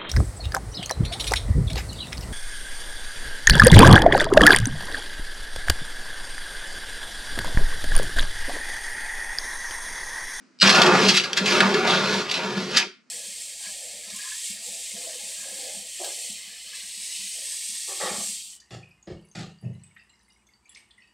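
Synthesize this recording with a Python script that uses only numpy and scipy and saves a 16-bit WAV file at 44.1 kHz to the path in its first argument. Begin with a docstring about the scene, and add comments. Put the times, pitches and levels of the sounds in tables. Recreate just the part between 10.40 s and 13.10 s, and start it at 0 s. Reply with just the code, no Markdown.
"""A baking tray slides into an oven on a wire rack, in three shoves: dense grit clicks between tray and
wires excite the sheet's modes, heard as a low boom, a middle rumble and a bright rasp.
The rim catches on wires in short pitched bursts, and the first touches ring the front wire.
The steel oven answers with short noise-like echoes that change as the tray moves in.
Coloured noise makes a quiet, gently swelling kitchen hum; a phone picks up the scene in stereo."""
import sys
import numpy as np
from scipy import signal
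from scipy.fft import rfft, irfft
from scipy.io import wavfile
from scipy.ndimage import uniform_filter1d

SR = 44100
rng = np.random.default_rng(int(sys.argv[2]) if len(sys.argv) > 2 else 0)


def put_to_file(sound):
    """Save the sound as 16-bit audio at rate SR, in the file named by the first command-line argument."""
    columns = np.atleast_2d(sound).T  # one column per channel
    safe = np.clip(columns, -1, 1)
    whole_steps = np.round(safe * 32767)
    wavfile.write(sys.argv[1], SR, whole_steps.astype(np.int16))


N = 119070
PLACES = 60  # positions the tray passes through

# spectrum of the bright rasp: [f/Hz, relative level/dB per Hz]
RASP_SPECTRUM = [(410, -74.5), (800, -11.5), (1420, 8), (2080, 10), (4850, 12.5), (11900, -18),
                 (15000, -33)]


def undb(db):
    """Level to amplitude: 20 dB is a factor of ten."""
    return 10 ** (np.asarray(db) / 20)


def unit(x):
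    """Normalisation to an RMS of 1."""
    return x / np.sqrt(np.mean(x ** 2))


def read(table, hz):
    """Interpolation of a [f/Hz, value] table, linear in log frequency."""
    table = np.array(table, float)
    return np.interp(np.log(np.maximum(hz, 1)), np.log(table[:, 0]), table[:, 1])


def colour(x, table, size=4096):
    """Minimum-phase filtering: the folded cepstrum makes a [f/Hz, level/dB] gain causal, with unit energy."""
    log_gain = read(table, np.arange(size // 2 + 1) * SR / size) * np.log(10) / 20
    cepstrum = irfft(log_gain)
    cepstrum[1:size // 2] *= 2
    cepstrum[size // 2 + 1:] = 0
    response = irfft(np.exp(rfft(cepstrum)))
    return signal.fftconvolve(x, unit(response) / np.sqrt(size))[:len(x)]


def walk(rate_hz):
    """Slow random modulation: held random levels, smoothed twice, with an RMS of 1."""
    hold = int(SR / rate_hz)
    steps = np.repeat(rng.standard_normal(N // 100), hold)[:N]
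    return unit(uniform_filter1d(uniform_filter1d(steps, hold), hold))


def moving(x, responses):
    """Time-varying convolution: each place has its own response, with equal-power cross-fades between."""
    out = np.zeros(N + SR)
    place = np.arange(N) * (PLACES - 1) / N
    for k, response in enumerate(responses):
        start = max(int((k - 1) * N / (PLACES - 1)), 0)
        end = min(int((k + 1) * N / (PLACES - 1)), N)
        fade = np.cos(np.pi / 2 * (place[start:end] - k))
        y = signal.fftconvolve(x[start:end] * fade, response)
        out[start:start + len(y)] += y
    return out[:N]


def ring(x, modes, scatter_db=0):
    """Modal superposition: damped sines whose strengths may scatter from place to place of contact."""
    t = np.arange(SR // 3) / SR
    responses = []
    for hz, db, t60 in modes:
        t60 = max(t60, .01)
        decay = undb(db - 60 * t / t60) / np.sqrt(t60)  # the root makes energy independent of t60
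        responses.append(decay * np.sin(2 * np.pi * hz * t))
    strengths = undb(scatter_db * rng.standard_normal((PLACES, len(modes))))
    at_places = strengths @ np.array(responses)
    mean_energy = np.mean(np.sum(at_places ** 2, 1))
    return moving(x, at_places / np.sqrt(mean_energy))  # keeps the power of a noisy input


def kitchen():
    """Diffuse background: independent mid and side noise of one spectrum, swelling together."""
    # hum spectrum: [f/Hz, relative level/dB per Hz]
    hum_spectrum = [(35, -82.5), (60, -41), (230, -1), (431, -19), (850, -26), (1340, -20), (2300, -24),
                    (3500, -33), (4900, -26), (9000, -39.5), (11700, -70.5)]
    mid = colour(rng.standard_normal(N), hum_spectrum)
    side = .48 * colour(rng.standard_normal(N), hum_spectrum)
    swell_db, swell_hz = 2, 12  # RMS depth, rate of new random levels
    level = undb(-60.5 + swell_db * walk(swell_hz))
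    return level * np.array([mid + side, mid - side])


def echo(x, db, t60_table):
    """Statistical reverberation: decaying octave noise, shared and left-right, new at each place."""
    # left-right echo relative to the shared one: [f/Hz, level/dB]
    side_level = [(100, -29.5), (300, -6.5), (1000, -6.5), (3000, -7.5), (12000, 0)]
    t = np.arange(SR // 4) / SR
    tails = np.zeros((2, PLACES, len(t)))
    for hz in 110 * 2. ** np.arange(8):
        band = [hz / np.sqrt(2), hz * np.sqrt(2)]
        sos = signal.butter(2, band, "bandpass", fs=SR, output="sos")
        t60 = max(read(t60_table, hz), 4 / hz)  # at least four cycles
        kept = t[:int(SR * t60)]
        tail = signal.sosfilt(sos, rng.standard_normal((2, PLACES, len(kept))))
        tail *= undb(-60 * kept / t60)
        # energy in proportion to bandwidth
        tail *= np.sqrt(hz / SR / np.mean(np.sum(tail ** 2, 2)))
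        tail[1] *= undb(read(side_level, hz))
        tails[..., :len(kept)] += tail
    mid, side = (undb(db) * 2 * moving(x, responses) for responses in tails)
    return np.array([mid + side, mid - side])


def grit():
    """Stochastic friction: dense random clicks of uneven size, in uneven patches, with an RMS of 1."""
    clicks_per_s, size_db, biggest_db = 5000, 2.6, 11  # size: mean and cap, over the smallest grain
    flicker_db, flicker_hz = 1.3, 30  # RMS depth, rate of new random levels
    on = rng.random(N) < clicks_per_s / SR
    size = undb(np.minimum(size_db * rng.exponential(size=N), biggest_db))
    sign = np.sign(rng.standard_normal(N))
    return unit(on * size * sign * undb(flicker_db * walk(flicker_hz)))


def sheet(x, spectrum):
    """Plate radiation: a broad spectrum with discrete modes, scattered from place to place, on top."""
    # higher modes of sheet and wires: [f/Hz, relative level/dB, t60/s]
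    plate_modes = [(542, -3, .1), (650, -3, .07), (790, -4, .07), (951, -3, .07), (1215, -2, .07),
                   (1460, 0, .05), (1735, -3, .04), (2750, -3, .03), (3370, -5, .03), (3712, -4, .03),
                   (4185, -4, .03), (4680, -4, .03)]
    broad = colour(x, spectrum)
    return broad + undb(-17) * ring(broad, plate_modes, scatter_db=3)


def touches():
    """Impulsive friction: the tray edge bounces on the front wire and its short rubs ring the wire."""
    # first contacts: [t/s, level/dB]
    contacts = [(0.188, -47), (0.199, -33), (0.21, -27), (0.214, -19), (0.219, -20), (.2255, -19)]
    # front wire's modes: [f/Hz, relative level/dB, t60/s (raised to 0.01 in ring)]
    wire_modes = [(3000, -7, .004), (4190, -1, .012), (4690, 0, .008), (7780, -14, .006)]
    # spectrum of the rubs: [f/Hz, relative level/dB]
    rub_spectrum = [(1800, -20), (2600, 0), (8300, -2), (9500, -25)]
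    fade_s = .005  # time constant of each rub
    t = np.arange(N) / SR
    push = np.zeros(N)
    for start, db in contacts:
        push += undb(db) * (t > start) * np.exp(-np.maximum(t - start, 0) / fade_s)
    return ring(colour(push * grit(), rub_spectrum), wire_modes)


def catches():
    """Resonant friction bursts: grit swells to a tick, decays and leans to its own pitch in the sheet."""
    # rim catches, levels ahead of the sheet: [tick t/s, level/dB, pitch f/Hz,
    # pitched part level/dB (ahead of a doubling), rise time constant/s, t60/s]
    rim_catches = [(0.2184, -14.5, 1570, 4, 0.0035, 0.42), (0.275, -16.5, 2640, -2, 0.0051, 0.031),
                   (0.294, -16, 4620, -10, 0.00067, 0.16), (0.349, -16.5, 3780, -12, 0.00088, 0.13),
                   (0.418, -12, 4800, -18, 0.0013, 0.078), (0.464, -13, 1730, 6, 0.0022, 0.14),
                   (0.6603, -21.5, 2880, 8, 0.0063, 0.095), (0.688, -17, 5500, -8, 0.0038, 0.1),
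                   (0.7002, -21.5, 3300, -19, 0.003, 0.069), (0.744, -23.5, 2580, -11, 0.0031, 0.21),
                   (0.7753, -11, 2680, -27, 0.011, 0.072), (0.7995, -22, 2900, 11, 0.0013, 0.04),
                   (0.8386, -25.5, 1450, -3, 0.0015, 0.13), (0.9319, -18, 2800, -29, 0.00057, 0.02),
                   (0.9743, -13, 1990, -5, 0.0044, 0.094), (1.058, -20, 2630, -13.5, 0.0012, 0.48),
                   (1.0753, -22.5, 2560, 3, 0.0023, 0.26), (1.123, -13.5, 1480, 15, 0.0015, 0.041),
                   (1.2057, -1.5, 1630, 12, 0.0013, 0.033), (1.343, -16, 1640, 8, 0.002, 0.05),
                   (1.473, -24.5, 3760, -8.5, 0.0041, 0.38), (1.5023, -25.5, 3720, 4.5, 0.017, 0.49),
                   (1.8998, -25.5, 2900, -1.5, 0.008, 0.043), (1.9129, -20, 4000, -12, 0.0015, 0.087),
                   (1.942, -25, 2670, -4, 0.0039, 0.36), (2.3478, -31, 3330, 7.5, 0.00084, 0.052),
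                   (2.3722, -10.5, 4950, -20.5, 0.0052, 0.094), (2.403, -22, 2700, 13, 0.004, 0.054),
                   (2.426, -26, 2330, 13.5, 0.0083, 0.041)]
    tick_db = 6  # ahead of a doubling
    pitch_width = .16  # bandwidth over centre frequency
    lead_in = SR // 20
    t = np.arange(-lead_in, SR // 4) / SR
    out, stream = np.zeros(N), grit()
    for tick_s, db, hz, pitch_db, rise, t60 in rim_catches:
        start = int(tick_s * SR) - lead_in
        swell = np.exp(np.minimum(t, 0) / rise)
        decay = undb(-60 * np.maximum(t, 0) / t60)
        burst = swell * decay * stream[start:start + len(t)]
        burst[lead_in] += undb(tick_db) * 2
        b, a = signal.iirpeak(hz, 1 / pitch_width, fs=SR)
        pitched = undb(pitch_db) * 2 * signal.lfilter(b, a, burst)
        burst = (burst + pitched) / np.hypot(1, undb(pitch_db))
        out[start:start + len(t)] += undb(db) * burst
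    return sheet(out, RASP_SPECTRUM)


def slide():
    """Source-filter friction: one stream of grit under the moving tray drives boom, rumble and rasp."""
    # drive levels: [t/s, lower boom level/dB, upper boom level/dB, rumble level/dB, rasp level/dB]
    drive = np.array([(0.208, -76, -85, -102, -63), (0.227, -21.5, -26.5, -20, -20.5),
                      (0.3, -29, -30.5, -21, -22), (0.38, -36, -25.5, -21, -24),
                      (0.49, -46, -18, -18.5, -28.5), (0.65, -28.5, -24.5, -28, -25.5),
                      (0.74, -29.5, -35.5, -32, -27), (0.8, -48, -37.5, -42, -38),
                      (0.985, -54, -39, -37.5, -41.5), (1.008, -27, -28.5, -35, -35),
                      (1.1, -41, -27.5, -27.5, -26.5), (1.21, -41.5, -20.5, -26.5, -25),
                      (1.24, -21.5, -28, -20, -27), (1.331, -45, -24, -31, -31),
                      (1.45, -34, -27.5, -25, -31.5), (1.57, -32, -25.5, -25, -28.5),
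                      (1.729, -34.5, -29, -31.5, -27.5), (1.89, -45, -39, -39, -39.5),
                      (2.01, -35, -33, -31.5, -36), (2.29, -37.5, -33, -41, -35),
                      (2.37, -35.5, -38, -33, -26), (2.44, -64, -43.5, -39, -56),
                      (2.47, -71, -40.5, -72, -64)])
    # low modes of the sheet: [f/Hz, relative level/dB, t60/s]
    boom_modes = [(140, -15, .1), (199, 0, .24), (232, -11, .12), (366, 0, .17), (395, -3, .12),
                  (422, -8, .14)]
    # noise part of the boom: [f/Hz, relative level/dB per Hz]
    boom_spectrum = [(24, -66), (40, -41), (189, -5.5), (295, -8.5), (388, 1.5), (469, -19), (500, -3.5),
                     (650, -52.5), (1100, -120)]
    # middle rumble: [f/Hz, relative level/dB]
    rumble_spectrum = [(300, -44.5), (480, -23.5), (620, -3.5), (1000, 0), (1500, -0.5), (2500, -8.5),
                       (5000, -64.5)]
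    split_hz = 300  # between the lower and upper family of boom modes
    t = np.arange(N) / SR
    clicks = grit()
    deep, low, mid, high = (
        clicks * undb(np.interp(t, drive[:, 0], level, -99, -99)) for level in drive[:, 1:].T)
    boom = ring(deep, [mode for mode in boom_modes if mode[0] < split_hz])
    boom += ring(low, [mode for mode in boom_modes if mode[0] > split_hz])
    boom += undb(-8) * colour(deep + low, boom_spectrum)
    return boom, sheet(mid, rumble_spectrum) + sheet(high, RASP_SPECTRUM)


def lead_left(left):
    """Interchannel phase: each frequency at the left port is advanced or delayed."""
    # phase by which the left port leads (negative: lags): [f/Hz, phase/rad]
    port_lead = np.array([(100, 0), (2600, -.7), (6000, -.3), (10000, 0)])
    hz = np.arange(N // 2 + 1) * SR / N
    phase = np.interp(hz, port_lead[:, 0], port_lead[:, 1])
    return irfft(rfft(left) * np.exp(1j * phase), N)


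def scene():
    """Superposition of direct sound, a short smear of it, oven reverberation and kitchen hum."""
    # decay of the oven: [f/Hz, t60/s]
    oven_t60 = [(100, 0.2), (700, 0.13), (1300, .36), (4000, 0.3), (12000, 0.2)]
    boom, scrape = slide()
    scrape = scrape + catches() + touches()
    sent = scrape + undb(-8) * boom  # the boom is sent to the oven echo at a lower level
    early = echo(sent, -13, [(1000, .042)])  # a short noise smear that blurs the direct sound; t60 42 ms
    oven = echo(sent, -13.5, oven_t60)
    left, right = boom + scrape + early + oven
    return np.array([lead_left(left), right]) + kitchen()


def record(dry):
    """Band limiting and overload: the phone cuts the bass, clips at full scale and cuts the top."""
    bass_cut_hz, top_hz = 147, 15300
    highpass = signal.butter(4, bass_cut_hz, "highpass", fs=SR, output="sos")
    lowpass = signal.ellip(8, .2, 70, top_hz, fs=SR, output="sos")  # 0.2 dB ripple, 70 dB stopband
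    clipped = np.clip(signal.sosfilt(highpass, dry), -1, 1)
    return signal.sosfilt(lowpass, clipped)


dry = scene()
out = record(dry)
put_to_file(out)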